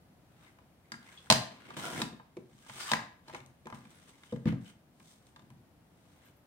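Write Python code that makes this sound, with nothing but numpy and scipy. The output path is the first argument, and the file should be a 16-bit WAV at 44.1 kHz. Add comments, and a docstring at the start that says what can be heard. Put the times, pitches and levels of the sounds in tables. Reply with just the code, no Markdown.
"""In a small quiet room, hands shift paper and slide the blade of a plastic trimmer on a table.
Knocks make the hollow table and the plastic ring; rubbing paper scrapes through the same bodies.
The paper also hisses, scuffs and crinkles, and its fibres snap during one short cut.
Two spaced microphone openings hear the bass alike and the treble differently, over a low house rumble."""
import sys
import numpy as np
from scipy import signal
from scipy.fft import rfft, irfft, next_fast_len
from scipy.io import wavfile
from scipy.ndimage import uniform_filter1d

SR = 44100
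rng = np.random.default_rng(int(sys.argv[2]) if len(sys.argv) > 2 else 0)


def store_pcm(level_fs):
    """Save levels as 16-bit WAV."""
    pcm = np.round(np.clip(level_fs, -1, 1) * 32767).astype(np.int16)
    wavfile.write(sys.argv[1], SR, np.atleast_2d(pcm).T)


N = 284886
ALIKE_HZ = 900  # left and right hear much the same below this

# the tones the hollow table rings with: f/Hz, level/dB, time to fade by 60 dB/s
TABLE_TONES = [(123.8, 0, 0.17), (172.7, -2, .14), (220.3, 5.5, 0.084), (260.1, -3.5, 0.11),
               (303, -5.5, 0.097)]
# the tones the plastic trimmer rings with: f/Hz, level/dB, time to fade by 60 dB/s
PLASTIC_TONES = [(362.2, -2, 0.043), (474, -4.5, 0.05), (639, -5.5, 0.051), (728, -5.5, 0.04),
                 (827, -7, 0.043), (899.6, -4, 0.052), (1005, -3.5, 0.049), (1172.4, -2, 0.032),
                 (1421, 1, 0.021), (1614, 2.5, 0.025), (2080, 5, 0.018), (3040, 1, 0.026),
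                 (3770, -4.5, 0.042)]


def gain(db):
    """Turn decibels into a number to multiply a sound by."""
    return np.exp(np.asarray(db) * (np.log(10) / 20))


def unit(x):
    """Scale a sound to an average strength (rms) of 1."""
    return x / np.sqrt(np.mean(x ** 2))


def colour(x, points):
    """Shape a sound's bass and treble along (f/Hz, level/dB) points; it comes out at strength 1."""
    hz, db = np.transpose(points)
    size = next_fast_len(x.shape[-1])
    f = np.maximum(np.fft.rfftfreq(size, 1 / SR), 1)
    curve = gain(np.interp(np.log(f), np.log(hz), db, -120, -120))
    return unit(irfft(rfft(x, size) * curve, size)[:, :x.shape[-1]])


def stereo_noise(count):
    """Noise at both microphone openings: shared in the bass, slightly opposed in the treble."""
    size = next_fast_len(count)
    f = np.fft.rfftfreq(size, 1 / SR)
    alike = np.clip(1.136 / (1 + (f / ALIKE_HZ) ** 2) - .2, -1, .97)
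    mid, side = rfft(rng.standard_normal((2, size)))
    mid, side = mid * np.sqrt(1 + alike), side * np.sqrt(1 - alike)
    return unit(irfft(np.array([mid + side, mid - side]), size)[:, :count])


def wander(per_second):
    """A curve that glides to a new random value this many times a second."""
    step = int(SR / per_second)
    return 1.69 * uniform_filter1d(np.repeat(rng.standard_normal(N // step + 1), step), step)[:N]


def band(x, hz, width_hz):
    """Keep the part of a sound near one pitch, at strength 1."""
    return unit(signal.lfilter(*signal.iirpeak(hz, hz / width_hz, fs=SR), x))


def house_rumble():
    """The house rumbles and hisses, wavering a little, beside a faint steady high whine."""
    # the background noise, from bass to treble: f/Hz, level/dB
    rumble_shape = [(15, -66), (25, -22.5), (55, -13), (126, -14), (179, -13.5), (200, -16.5), (299, -18.5),
                    (403, -26), (691, -25), (1090, -31.5), (1180, -31.5), (6660, -45.5), (15800, -45.5)]
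    whine = band(rng.standard_normal((2, N)), hz=9700, width_hz=110)
    rumble = gain(-63.5 + 0.4 * wander(1)) * colour(stereo_noise(N), rumble_shape)
    return rumble + gain(-91) * whine


def shake_body(x, tones, damping):
    """Steady shaking makes a body hum; pressing hands (damping) blur its tones."""
    out = 0
    for hz, db, fade_s in tones:
        # as the point of contact travels, each tone comes and goes
        out = out + gain(db + 4.5 * wander(18)) * band(x, hz, damping / fade_s)
    return unit(out)


def rubbing_paper():
    """Paper sticks and slips very fast: the plastic scrapes, the sheet hisses, the table rumbles."""
    # rubs: t at full strength/s, rise/s, hold/s, fall/s, scrape level/dB,
    # hiss above the scrape/dB, rumble above the scrape/dB
    rubs = [(0.43, 0.2, 0.053, 0.069, -64, -7.5, -20), (1.096, 0.27, 0.05, 0.13, -60.5, -5.5, -10),
            (1.18, .04, 0.041, 0.38, -65.5, -1.5, -5), (1.722, 0.79, .005, 0.57, -56.5, -13, -1),
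            (1.766, 0.0051, .25, 0.0033, -47, -2.5, 1.5), (2.806, 0.18, 0.028, 0.094, -48, -3.5, -19),
            (2.911, 0.29, 0.002, 0.0043, -44, 1, -24), (3.285, 0.053, .005, 0.15, -59.5, -6.5, 7.5),
            (3.361, 0.081, .005, 0.044, -51.5, -13.5, -9.5), (3.742, 0.012, .005, 0.12, -57, -4, -3),
            (3.927, 0.44, 0.059, 0.23, -67.5, -3.5, 1), (4.099, 0.3, .005, 0.097, -63, -2, -4.5),
            (4.242, 0.4, 0.078, 0.23, -67, -1.5, -20.5), (4.474, 0.021, 0.011, 0.06, -44.5, -39, -5.5),
            (4.665, 0.12, 0.038, 0.028, -65, 0, -15), (5.09, 0.16, 0.02, 0.14, -69.5, 8.5, 2.5),
            (5.278, 0.11, 0.0088, 0.068, -70.5, 1.5, -3), (6.1, 0.38, 0.029, 0.23, -73.5, -0.5, 4.5),
            (6.273, 0.37, 0.011, 0.16, -69, -6, -16.5)]
    # creases snapping in the paper: t/s, level/dB
    crinkles = [(3.365, -50), (3.462, -52), (3.6709, -49.5), (3.7024, -52), (3.7456, -65), (3.9055, -56),
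                (4.463, -69), (4.4835, -50.5), (4.999, -54), (5.268, -56.5), (5.5031, -59)]
    # the scrape, from bass to treble: f/Hz, level/dB
    scrape_shape = [(200, -28), (400, -23.5), (1000, -8), (1180, -7), (1370, -9), (2100, -10), (2700, -9.5),
                    (3120, -11.5), (3600, -12), (6500, -38.5)]
    # the paper's bright hiss: f/Hz, level/dB
    hiss_shape = [(2200, -29.5), (3400, -1.5), (4500, -7.5), (6300, -5), (7400, -7.5), (8400, -1),
                  (9500, -9), (10600, -13), (12000, -15.5), (15900, -17.5)]
    swell_db, crinkle_s = 25, 0.0013  # a rub climbs by swell_db in its rise and sinks as far in its fall
    t = np.arange(N) / SR
    power = np.zeros((3, N))
    for start, rise, hold, fall, scrape_db, hiss_db, rumble_db in rubs:
        from_peak = np.maximum((start - t) / rise, (t - start - hold) / fall).clip(min=0)
        levels_db = scrape_db + np.array([[0], [hiss_db], [rumble_db]])
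        power += gain(levels_db - swell_db * from_peak) ** 2
    scrape_gain, hiss_gain, rumble_gain = np.sqrt(power)
    for start, db in crinkles:  # the hiss jumps and dies at once
        hiss_gain += gain(db) * np.exp(-np.maximum(t - start, 0) / crinkle_s) * (t >= start)
    slips = gain(2.0 * wander(400) + .8 * wander(50))
    friction = stereo_noise(N) * slips
    scrape = unit(colour(friction, scrape_shape) + .6 * shake_body(friction, PLASTIC_TONES, damping=2.5))
    hiss = colour(stereo_noise(N) * slips, hiss_shape)
    rumble = shake_body(friction, TABLE_TONES, damping=9.7)
    return scrape_gain * scrape + hiss_gain * hiss + rumble_gain * rumble


def strike_body(tones, chance, t, centre_hz, drop_db_per_octave, scatter_db=2):
    """One blow rings a body; where it lands favours the tones near centre_hz."""
    hz, db, fade_s = np.transpose(tones)[:, :, None]
    share, detune, skew = chance[:, :len(tones), None]  # no two blows are alike
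    db = db + scatter_db * share - drop_db_per_octave * np.abs(np.log2(hz / centre_hz))
    fading = gain(db - 60 * t / fade_s) / np.linalg.norm(gain(db))
    phase = 2 * np.pi * hz * (1 + 0.011 * detune) * t
    apart = (.5 + .2 * skew) * hz / ALIKE_HZ  # higher tones reach left and right more out of step
    return np.array([(fading * np.sin(phase + shift)).sum(0) for shift in (apart, -apart)])


def knocks():
    """Each knock gives a sharp tick and sets the plastic clacking and the table thudding."""
    # knocks: t/s, clack level/dB, clack f/Hz, thud level/dB, thud f/Hz, tick level/dB, tick f/Hz
    blows = [(0.586, -48, 1060, -65, 166, -60, 2410), (0.919, -28, 1450, -37.5, 264, -33.5, 4895),
             (0.94, -32, 1540, -39.5, 316, -51, 2400), (1.269, -44, 1399, -62, 200, -66, 2380),
             (1.3005, -7.5, 915, -12.5, 240, -6.5, 4106), (1.31, -11, 650, -44, 230, -12.5, 4170),
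             (1.323, -12, 970, -40, 242, -11, 4850), (1.704, -31.5, 1130, -65, 250, -45, 2720),
             (1.767, -34.5, 750, -36, 233, -44, 3090), (2.017, -21, 1060, -23.5, 260, -21.5, 3720),
             (2.126, -40, 352, -35.5, 216.6, -71, 2450), (2.198, -38.5, 930, -73.5, 198, -77.5, 2400),
             (2.368, -27, 358, -36.5, 349, -45.5, 2330), (2.529, -66.5, 355, -44.5, 190, -79, 2400),
             (2.663, -46.5, 960, -52.5, 249, -60.5, 2400), (2.696, -32.5, 1110, -42.5, 129.5, -39, 2670),
             (2.916, -14, 920, -25, 235, -18, 3680), (2.934, -14, 960, -28, 226, -17, 1665),
             (3.281, -40.5, 904, -56.5, 269, -45, 4200), (3.297, -35.5, 863, -64, 273, -49, 2400),
             (3.335, -34, 443, -43, 232, -44.5, 2620), (3.347, -28, 847, -49.5, 326, -35.5, 2210),
             (3.403, -64.5, 925, -44.5, 118.3, -49, 2385), (3.656, -34, 354, -38, 347, -48, 2400),
             (3.669, -31.5, 1030, -45.5, 195, -48, 2400), (3.7, -38, 900, -62.5, 245, -47.5, 2400),
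             (3.725, -30, 1003, -34, 187, -50.5, 2405), (3.852, -45.5, 1040, -43, 222, -52.5, 2400),
             (4.234, -42, 1540, -59.5, 215, -51.5, 3670), (4.324, -23.5, 470, -20.5, 220, -50, 3640),
             (4.36, -43, 1170, -32.5, 213, -49, 1950), (4.456, -24, 350, -9.5, 188, -41.5, 1170),
             (4.475, -32.5, 1160, -25.5, 154, -42.5, 1185), (4.485, -42, 1410, -24.5, 306, -45.5, 1980),
             (4.523, -32, 494, -21.5, 146, -47.5, 1874), (5.001, -49, 1040, -52, 261, -57, 2406),
             (5.361, -41, 1000, -50.5, 156, -48.5, 3600), (5.393, -48, 1007, -66, 153.6, -57.5, 3620),
             (5.42, -55, 1010, -45, 257, -61.5, 3600), (5.503, -51, 864, -43, 115.4, -58, 2400)]
    # the crack of noise on contact, from low to high: f/Hz, level/dB
    crack_shape = [(900, -35.5), (1700, 6.5), (9000, -1.5), (11000, -9), (16000, -12.5)]
    contact_s, thud_rise_s, clack_rise_cycles = 0.0031, .007, 1.4
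    ping_db, ping_fade_s = -5, .035
    out, size, crack_size = np.zeros((2, N + SR)), 8192, 2048
    t = np.arange(size) / SR
    f = np.fft.rfftfreq(crack_size, 1 / SR) + 1
    push = np.exp(-t[:crack_size] / contact_s) * (1 - np.exp(-t[:crack_size] / (0.31 * contact_s)))
    thud_rise = np.sin(np.minimum(t / thud_rise_s, 1) * np.pi / 2) ** 2  # the table swings up slowly
    for start, clack_db, clack_hz, thud_db, thud_hz, tick_db, tick_hz in blows:
        chance = rng.standard_normal((2, 3, 16))
        clack = strike_body(PLASTIC_TONES, chance[0], t, clack_hz, drop_db_per_octave=13)
        clack *= np.minimum(t * clack_hz / clack_rise_cycles, 1)  # duller clacks come from softer contact
        thud = strike_body(TABLE_TONES, chance[1], t, thud_hz, drop_db_per_octave=8.5)
        thud *= thud_rise * np.linspace(1, 0, size)
        blow = gain(clack_db) * clack + gain(thud_db) * thud
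        # the tick is a broad crack plus a ping from the small part that is struck
        near_tick = gain(-5 * np.abs(np.log2(f / tick_hz)))
        crack = irfft(rfft(colour(stereo_noise(crack_size), crack_shape)) * near_tick)
        blow[:, :crack_size] += gain(tick_db) * unit(crack) * push
        ping = strike_body([(tick_hz, 0, ping_fade_s)], chance[1], t, tick_hz, drop_db_per_octave=0)
        blow += gain(tick_db + ping_db) * ping * np.minimum(t / .001, 1)
        i = int(start * SR)
        out[:, i:i + size] += blow
    return out[:, :N]


def paper_scuffs():
    """A paper edge scuffs: a puff of noise with a pitch of its own that soon dies."""
    # scuffs: t/s, level/dB, f/Hz, dying time/ms
    scuffs = [(1.171, -50.5, 3440, 24), (2.79, -43.5, 4930, 60), (2.855, -42.5, 1790, 34),
              (2.877, -37.5, 1178, 31), (2.885, -37, 3050, 25), (3.95, -61.5, 10460, 10),
              (4.649, -55, 3150, 35), (6.16, -71, 14540, 11.6), (6.249, -65, 13950, 22),
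              (6.361, -70.5, 13400, 23)]
    out, size = np.zeros((2, N + SR)), 8192
    t_ms = 1000 * np.arange(size) / SR
    for start, db, hz, dying_ms in scuffs:
        peak_shape = [(hz / 2, -36), (hz / 1.08, -11), (hz, 0), (hz * 0.96, -11), (hz * 2, -36)]
        puff = colour(stereo_noise(size), peak_shape)
        rise_and_fall = np.minimum(3 * t_ms / dying_ms, 1) * np.exp(-t_ms / dying_ms)
        i = int(start * SR)
        out[:, i:i + size] += gain(db) * puff * rise_and_fall
    return out[:, :N]


def blade_cut():
    """Fibres part in quick uneven snaps while the blade runs through the sheet."""
    # the pitches at which the blade sings in the paper: f/Hz, width/Hz, level/dB
    blade_bands = [(205, 47, 0.5), (720, 110, 7.5), (997, 70, 9), (1364, 82, 7.5), (2080, 94, -19),
                   (3050, 110, 5), (3440, 140, -13), (5170, 440, -5), (8600, 1600, -4)]
    start_s, length_s, level_db = 1.766, 0.248, -45
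    out, size = np.zeros((2, N)), SR // 2
    t = np.arange(size) / SR
    snaps = stereo_noise(size) * gain(2.6 * wander(700)[:size] + .8 * wander(90)[:size])
    singing = sum(gain(db + 1.6 * wander(35)[:size]) * band(snaps, hz, width_hz)
                  for hz, width_hz, db in blade_bands)
    on_off = np.clip(np.minimum(t, length_s - t) / .003, 0, 1)
    i = int(start_s * SR)
    out[:, i:i + size] = gain(level_db) * unit(singing) * on_off
    return out


def room_echo(x):
    """The room smears each sound into a short echo whose low and high parts die at their own pace."""
    # the parts of the echo: f/Hz, time to fade by 60 dB/s, level/dB
    echo_bands = [(146.9, 0.34, -1), (503, 0.44, -5), (1540, 0.42, -5.5), (3750, 0.41, -7.5),
                  (9420, 0.3, -5.5)]
    size = SR // 2
    t, f = np.arange(size) / SR, np.fft.rfftfreq(size, 1 / SR)
    noise, tail = rfft(stereo_noise(size)), 0
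    band_number = np.interp(np.log(f + 1), np.log([row[0] for row in echo_bands]), range(len(echo_bands)))
    for k, (_, fade_s, db) in enumerate(echo_bands):
        part = irfft(noise * np.clip(1 - abs(band_number - k), 0, 1), size)
        fade = gain(-60 * t / fade_s) * np.clip((t - .002) / .005, 0, 1)
        tail = tail + gain(db) * part * fade / np.linalg.norm(fade)
    return signal.fftconvolve(x, tail, axes=1)[:, :N]


def scene():
    """Add knocks, paper sounds, their echo and the house rumble, all leaning a little to the left."""
    left_lead_db, paper_echo_db = 1.2, -0.5  # rubbing close to the microphone stirs the room less
    hits = knocks()
    paper = rubbing_paper() + blade_cut() + paper_scuffs()
    echo = room_echo(hits + gain(paper_echo_db) * paper)
    balance = gain(np.array([[left_lead_db], [-left_lead_db]]) / 2)
    return (hits + paper + echo + house_rumble()) * balance


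def record(dry):
    """The microphone thins the deep bass; the recorder cuts the highest treble."""
    bass_cut_hz, treble_cut_hz = 70, 15900
    thin = signal.sosfilt(signal.butter(2, bass_cut_hz, "high", fs=SR, output="sos"), dry)
    return signal.sosfilt(signal.ellip(10, .2, 80, treble_cut_hz, fs=SR, output="sos"), thin)


dry = scene()
out = record(dry)
store_pcm(out)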